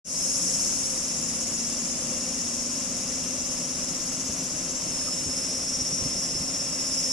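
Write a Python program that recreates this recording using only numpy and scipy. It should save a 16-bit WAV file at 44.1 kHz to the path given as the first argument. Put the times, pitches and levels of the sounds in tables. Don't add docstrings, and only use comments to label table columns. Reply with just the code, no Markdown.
import sys
import numpy as np
from scipy import signal
from scipy.fft import rfft, irfft, next_fast_len
from scipy.io import wavfile

SR = 44100
rng = np.random.default_rng(int(sys.argv[2]) if len(sys.argv) > 2 else 0)


def materialize(psi):
    bounded = np.clip(np.atleast_2d(psi).T, -1, 1)
    quanta = np.round(bounded * 32767).astype(np.int16)
    wavfile.write(sys.argv[1], SR, quanta)


N = 313992
TIME = np.arange(N) / SR

# frequency_hz, relative_density_db
WATER_SPECTRUM = [(22, -11.5), (60, -5), (125, -6.5), (175, 2.5), (220, -2.5), (310, -4), (430, -12),
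                  (570, -6), (850, -17), (1200, -15), (1600, -19.5), (2500, -16.5), (3900, -19),
                  (7000, -17), (11000, -25)]
# frequency_hz, correlation
WATER_CORRELATION = [(100, .95), (250, .935), (500, .93), (1400, .7), (2400, .8), (4000, .58), (9000, .2)]
# frequency_hz, left_minus_right_db
WATER_BALANCE = [(150, 1), (600, 1.1), (1400, 2.5), (2500, 0), (3600, 0.5), (6000, 3.5)]
# start_s, pitch_hz, peak_db, t60_s
LARGE_BUBBLES = [(2.12, 513, -34, 0.088), (5.014, 1670, -37, 0.022), (5.073, 1260, -36, 0.036),
                 (5.083, 1250, -32, 0.043), (5.52, 473, -37, 0.12)]
# start_s, relative_level_db
AIR_PUFFS = [(2.439, -39), (4.289, -32), (5.254, -30), (5.281, -33), (5.809, -35), (5.918, -31),
             (6.009, -29.5), (6.049, -29), (6.15, -31.5), (6.348, -29.5), (6.399, -32.5)]
# time_s, pitch_hz
FOCUS_GLIDE = [(.2, 194), (.65, 220), (1.25, 231.5), (3.25, 240.5), (4.3, 250.5), (7.12, 252)]
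# pitch_hz, level_db
BODY_TONES = [(262.5, -47.0), (524, -52.5), (1049, -61)]
# frequency_hz, relative_density_db
FRICTION_SPECTRUM = [(4000, -27), (4600, -13), (5000, -2.5), (5400, 3), (5800, 4), (6400, 2.5), (7000, 2),
                     (7600, 0), (8200, -6), (9000, -7.5), (9800, -11), (10400, -3), (10900, -5.5)]
# frequency_hz, correlation
FRICTION_CORRELATION = [(4500, 0.37), (5000, 0.29), (5400, 0.23), (5800, 0.04), (6200, 0.13), (6600, 0.12),
                        (7000, 0.01), (7400, -0.29), (7800, -0.21), (8300, -0.34), (8900, -0.37),
                        (9600, -0.34), (10700, -0.41)]
# frequency_hz, left_minus_right_db
FRICTION_BALANCE = [(4500, 0.0), (5000, -2.0), (5400, -1.0), (5800, 3.0), (6200, 5.5), (6600, 7.5),
                    (7000, 6.0), (7400, 2.5), (7800, 1.5), (8300, 2.5), (8900, -0.5), (9600, 0.5),
                    (10700, 3.5)]
# step_rate_multiple, relative_level_db, left_minus_right_db, left_lead_rad
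DRIVE_HARMONICS = [(14, -57.5, -1, -0.2), (22, -60, -3, -0.2), (24, -59, -1, -1.7), (26, -49, 0, -0.0),
                   (28, -45, -5, -1.0), (30, -44, 5, -1.6), (33, -43, 10, -2.2), (34, -46, 7, -1.8),
                   (35, -45, 9, -2.4), (36, -46, 3, -1.7), (37, -43.5, 3, -2.3), (38, -51, 4, -2.5),
                   (39, -46.5, -1, -2.4), (40, -52, 1, -2.2), (41, -51, 2, -2.0), (42, -51, 4, -3.1),
                   (51, -57, 2, -2.7), (53, -54, 4, -1.6), (54, -55, 6, 2.7), (55, -49, 3, 2.5)]
# step_rate_multiple (rounded
# for pitch), base_level_db, shift_db, shift_length_s, left_minus_right_db, left_lead_rad
BARREL_HARMONICS = [(24.7, -52.5, 6, .8, -6, 0.8), (27, -44, 9.5, 0.21, -4, 0.9), (29, -42.5, 8, 1.0, 3, 1),
                    (31, -43.5, -8, .3, 10, -2)]
# centre_s, step_rate_multiple, rise_db, half_length_s
RESONANT_SPOTS = [(.5, 27, 3.0, .5), (2.3, 29, 3.5, .2), (3.0, 14, 3.5, .8), (3.3, 31, 4.5, .25),
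                  (5.75, 29, 2.5, .3), (7.1, 27, 3.0, .2)]

STEP_HZ, TURN_HZ = 197.45, 16.13
BEARING_SHIFT_S = 4.78
LEFT_RIGHT = np.array([[1], [-1]])


def from_db(db):
    return 10 ** (np.asarray(db) / 20)


def unit_rms(x):
    return x / np.sqrt(np.mean(x ** 2) + 1e-20)


def at_hz(points, hz):
    table_hz, value = np.transpose(points)
    return np.interp(np.log(hz + 1e-3), np.log(table_hz), value)


def ramp(start_s, length_s):
    return np.clip((TIME - start_s) / length_s, 0, 1)


def decay(start_s, decay_s):
    return np.exp(-np.maximum(TIME - start_s, 0) / decay_s)


def drift(rate_hz):
    hop, settling = 40, 2000
    pole = np.exp(-2 * np.pi * rate_hz * hop / SR)
    noise = rng.standard_normal(N // hop + settling + 2)
    slow = signal.lfilter([1], [1, -2 * pole, pole * pole], noise)[settling:]
    return np.interp(np.arange(N) / hop, np.arange(len(slow)), unit_rms(slow))


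def resonator(clicks, hz, t60_s):
    radius, angle = np.exp(-np.log(1000) / (t60_s * SR)), 2 * np.pi * hz / SR
    return signal.lfilter([0, np.sin(angle)], [1, -2 * radius * np.cos(angle), radius ** 2], clicks + 1e-18)


def to_ports(pair, spectrum, correlation, balance):
    size = next_fast_len(N)
    hz = np.arange(size // 2 + 1) * SR / size
    mid, side = rfft(pair, size)
    alike = at_hz(correlation, hz)
    ports = np.sqrt(1 + alike) * mid + LEFT_RIGHT * np.sqrt(1 - alike) * side
    colour = from_db(at_hz(spectrum, hz) + LEFT_RIGHT * at_hz(balance, hz) / 2)
    return unit_rms(irfft(ports * colour, size)[:, :N])


def air_bumps(gain_db=-3.5, rise_s=0.0093):
    envelope = 0
    for start_s, db in AIR_PUFFS:
        age = np.maximum(TIME - start_s, 0) / rise_s
        envelope += from_db(db) * age * np.exp(1 - age)
    low_band = signal.butter(2, [65, 230], "band", fs=SR, output="sos")
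    return from_db(gain_db) * envelope * unit_rms(signal.sosfilt(low_band, rng.standard_normal(N)))


def bubble_cloud(per_s=2200, low_hz=294.8, high_hz=4305, t60_cycles=23, spread_db=2.5, pitches=24):
    births = np.flatnonzero(rng.random(N) < per_s / SR)
    strength = from_db(spread_db * np.minimum(rng.exponential(1, N), 4)) * rng.choice([-1, 1], N)
    pitch_index, cloud = rng.integers(0, pitches, N), np.zeros(N)
    for k, hz in enumerate(np.geomspace(low_hz, high_hz, pitches)):
        clicks, starts = np.zeros(N), births[pitch_index[births] == k]
        clicks[starts] = strength[starts]
        cloud += hz * resonator(clicks, hz, t60_cycles / hz)
    return unit_rms(cloud)


def weir(level_db=-38, cloud_gain_db=-11.5, surge_db=.5):
    cloud = np.array([bubble_cloud(), bubble_cloud()])
    churn = rng.standard_normal((2, N)) + from_db(cloud_gain_db) * cloud
    level = from_db(level_db + surge_db * drift(21))
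    return level * to_ports(churn, WATER_SPECTRUM, WATER_CORRELATION, WATER_BALANCE)


def plops(chirp_per_s=0.21):
    out = 0
    for start_s, hz, db, t60_s in LARGE_BUBBLES:
        age_s = np.maximum(TIME - start_s, 0)
        envelope = from_db(db) * np.exp(-np.log(1000) * age_s / t60_s)
        out += envelope * np.sin(2 * np.pi * hz * age_s * (1 + chirp_per_s * age_s))
    return out


def motor_tone(hz, db, waver_db, wander_rad):
    phase = 2 * np.pi * np.cumsum(hz * np.ones(N)) / SR + wander_rad * drift(4.1)
    return np.sqrt(2) * from_db(db + waver_db * drift(18)) * np.sin(phase)


def focus_motor(idle_db=-53, work_db=10):
    effort = ramp(0.82, .42) * decay(3.3, 2.3)
    pitch_hz = np.interp(TIME, *np.transpose(FOCUS_GLIDE))
    return motor_tone(pitch_hz, idle_db + work_db * effort, waver_db=0.8, wander_rad=0.068)


def body_hum():
    return sum(motor_tone(hz, db, waver_db=2.5, wander_rad=0.68) for hz, db in BODY_TONES)


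def throb(hz, slip_turns=.035, dip=.35, sweep_hz_per_turn=5100):
    lag_turns = -0.31 + (hz - 5240) / sweep_hz_per_turn
    angle = 2 * np.pi * (TURN_HZ * TIME - lag_turns + slip_turns * drift(1.4))
    return np.cos(angle) - dip * np.cos(2 * angle)


def throb_bands(rest, depth_db, bands=6):
    out, edges_hz = 0, np.geomspace(4700, 11000, bands + 1)
    for low, high in zip(edges_hz, edges_hz[1:]):
        lowpass = signal.butter(8, high, fs=SR, output="sos")
        band = rest if high == edges_hz[-1] else signal.sosfiltfilt(lowpass, rest)
        out += band * from_db(depth_db * throb(np.sqrt(low * high)))
        rest = rest - band
    return out


def screw_roughness(memory=0.53):
    surface, turn = rng.standard_normal((2, N)), round(SR / TURN_HZ)
    for i in range(turn, N, turn):
        surface[:, i:i + turn] += memory * surface[:, i - turn:i][:, :N - i]
    return surface


def friction(steps, uneven_db=3.5, decay_steps=0.39):
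    half_step = (2 * steps).astype(int)
    strength = from_db(uneven_db * rng.standard_normal(N))[half_step]
    envelope = 1 + strength * np.exp(-(steps - half_step / 2) / decay_steps)
    scrape = to_ports(envelope * screw_roughness(), FRICTION_SPECTRUM, FRICTION_CORRELATION,
                      FRICTION_BALANCE)
    treble = signal.sosfiltfilt(signal.butter(4, [8200, 10200], "band", fs=SR, output="sos"), scrape)
    treble_db = 4.635 - 1.092 * TIME + 7.725 * ramp(BEARING_SHIFT_S, 0.21)
    return throb_bands(scrape + (from_db(treble_db) - 1) * treble, depth_db=0.15)


def flare_db(multiple):
    return sum(rise_db * np.exp(-((TIME - centre_s) / half_s) ** 2)
               for centre_s, k, rise_db, half_s in RESONANT_SPOTS if k == round(multiple))


def harmonic(steps, multiple, balance_db, lead_rad, waver_db, wander_rad, flutter_db=1.5):
    phase = 2 * np.pi * ((round(multiple) * steps + rng.random()) % 1) + wander_rad * drift(6.1)
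    gap_rad = lead_rad + 1.2 * wander_rad * drift(2.57)
    level = from_db(waver_db * drift(0.85) + flutter_db * drift(22))
    pan = unit_rms(from_db(LEFT_RIGHT * balance_db / 2))
    return np.sqrt(2) * level * pan * np.sin(phase + LEFT_RIGHT * gap_rad / 2)


def drive_whine(steps, strain_db, gain_db=-1, throb_db=4.5, strain_above_hz=4000):
    out = 0
    for multiple, db, balance_db, lead_rad in DRIVE_HARMONICS:
        hz = multiple * STEP_HZ
        swell_db = strain_db * (hz > strain_above_hz) + flare_db(multiple) + throb_db * throb(hz)
        tone = harmonic(steps, multiple, balance_db, lead_rad, waver_db=1.77, wander_rad=0.94)
        out += from_db(gain_db + db + swell_db) * tone
    return out


def barrel_ring(steps, strain_db, throb_db=3):
    out = 0
    for multiple, db, shift_db, shift_length_s, balance_db, lead_rad in BARREL_HARMONICS:
        bearing_db = shift_db * ramp(BEARING_SHIFT_S, shift_length_s)
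        swell_db = strain_db + flare_db(multiple) + throb_db * throb(multiple * STEP_HZ)
        tone = harmonic(steps, multiple, balance_db, lead_rad, waver_db=0.7, wander_rad=0.48)
        out += from_db(db + bearing_db + swell_db) * tone
    return out


def drive_strain_db(stiff_db=3, easing_db_per_s=0.46, end_db=3.5):
    stiffness = 1 - ramp(0.66, 0.43)
    return 0.5 + stiff_db * stiffness - easing_db_per_s * TIME + end_db * ramp(6.74, .4)


def zoom_motor(slowing_hz=.65, jitter_hz=0.152, friction_gain_db=-29.84):
    slow_stretch = ramp(1.2, 0.346) - ramp(3.4, 0.346)
    rate_hz = STEP_HZ - slowing_hz * slow_stretch + jitter_hz * drift(19.9)
    steps = np.cumsum(rate_hz) / SR
    strain_db = drive_strain_db()
    scrape = from_db(friction_gain_db + strain_db) * friction(steps)
    return scrape + drive_whine(steps, strain_db) + barrel_ring(steps, strain_db)


def scene():
    return weir() + plops() + air_bumps() + zoom_motor() + focus_motor() + body_hum()


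def record(dry, cutoff_hz=11050):
    faded = dry * (1 - decay(0.044, .08))
    return signal.sosfilt(signal.ellip(14, .1, 90, cutoff_hz, fs=SR, output="sos"), faded)


dry = scene()
out = record(dry)
materialize(out)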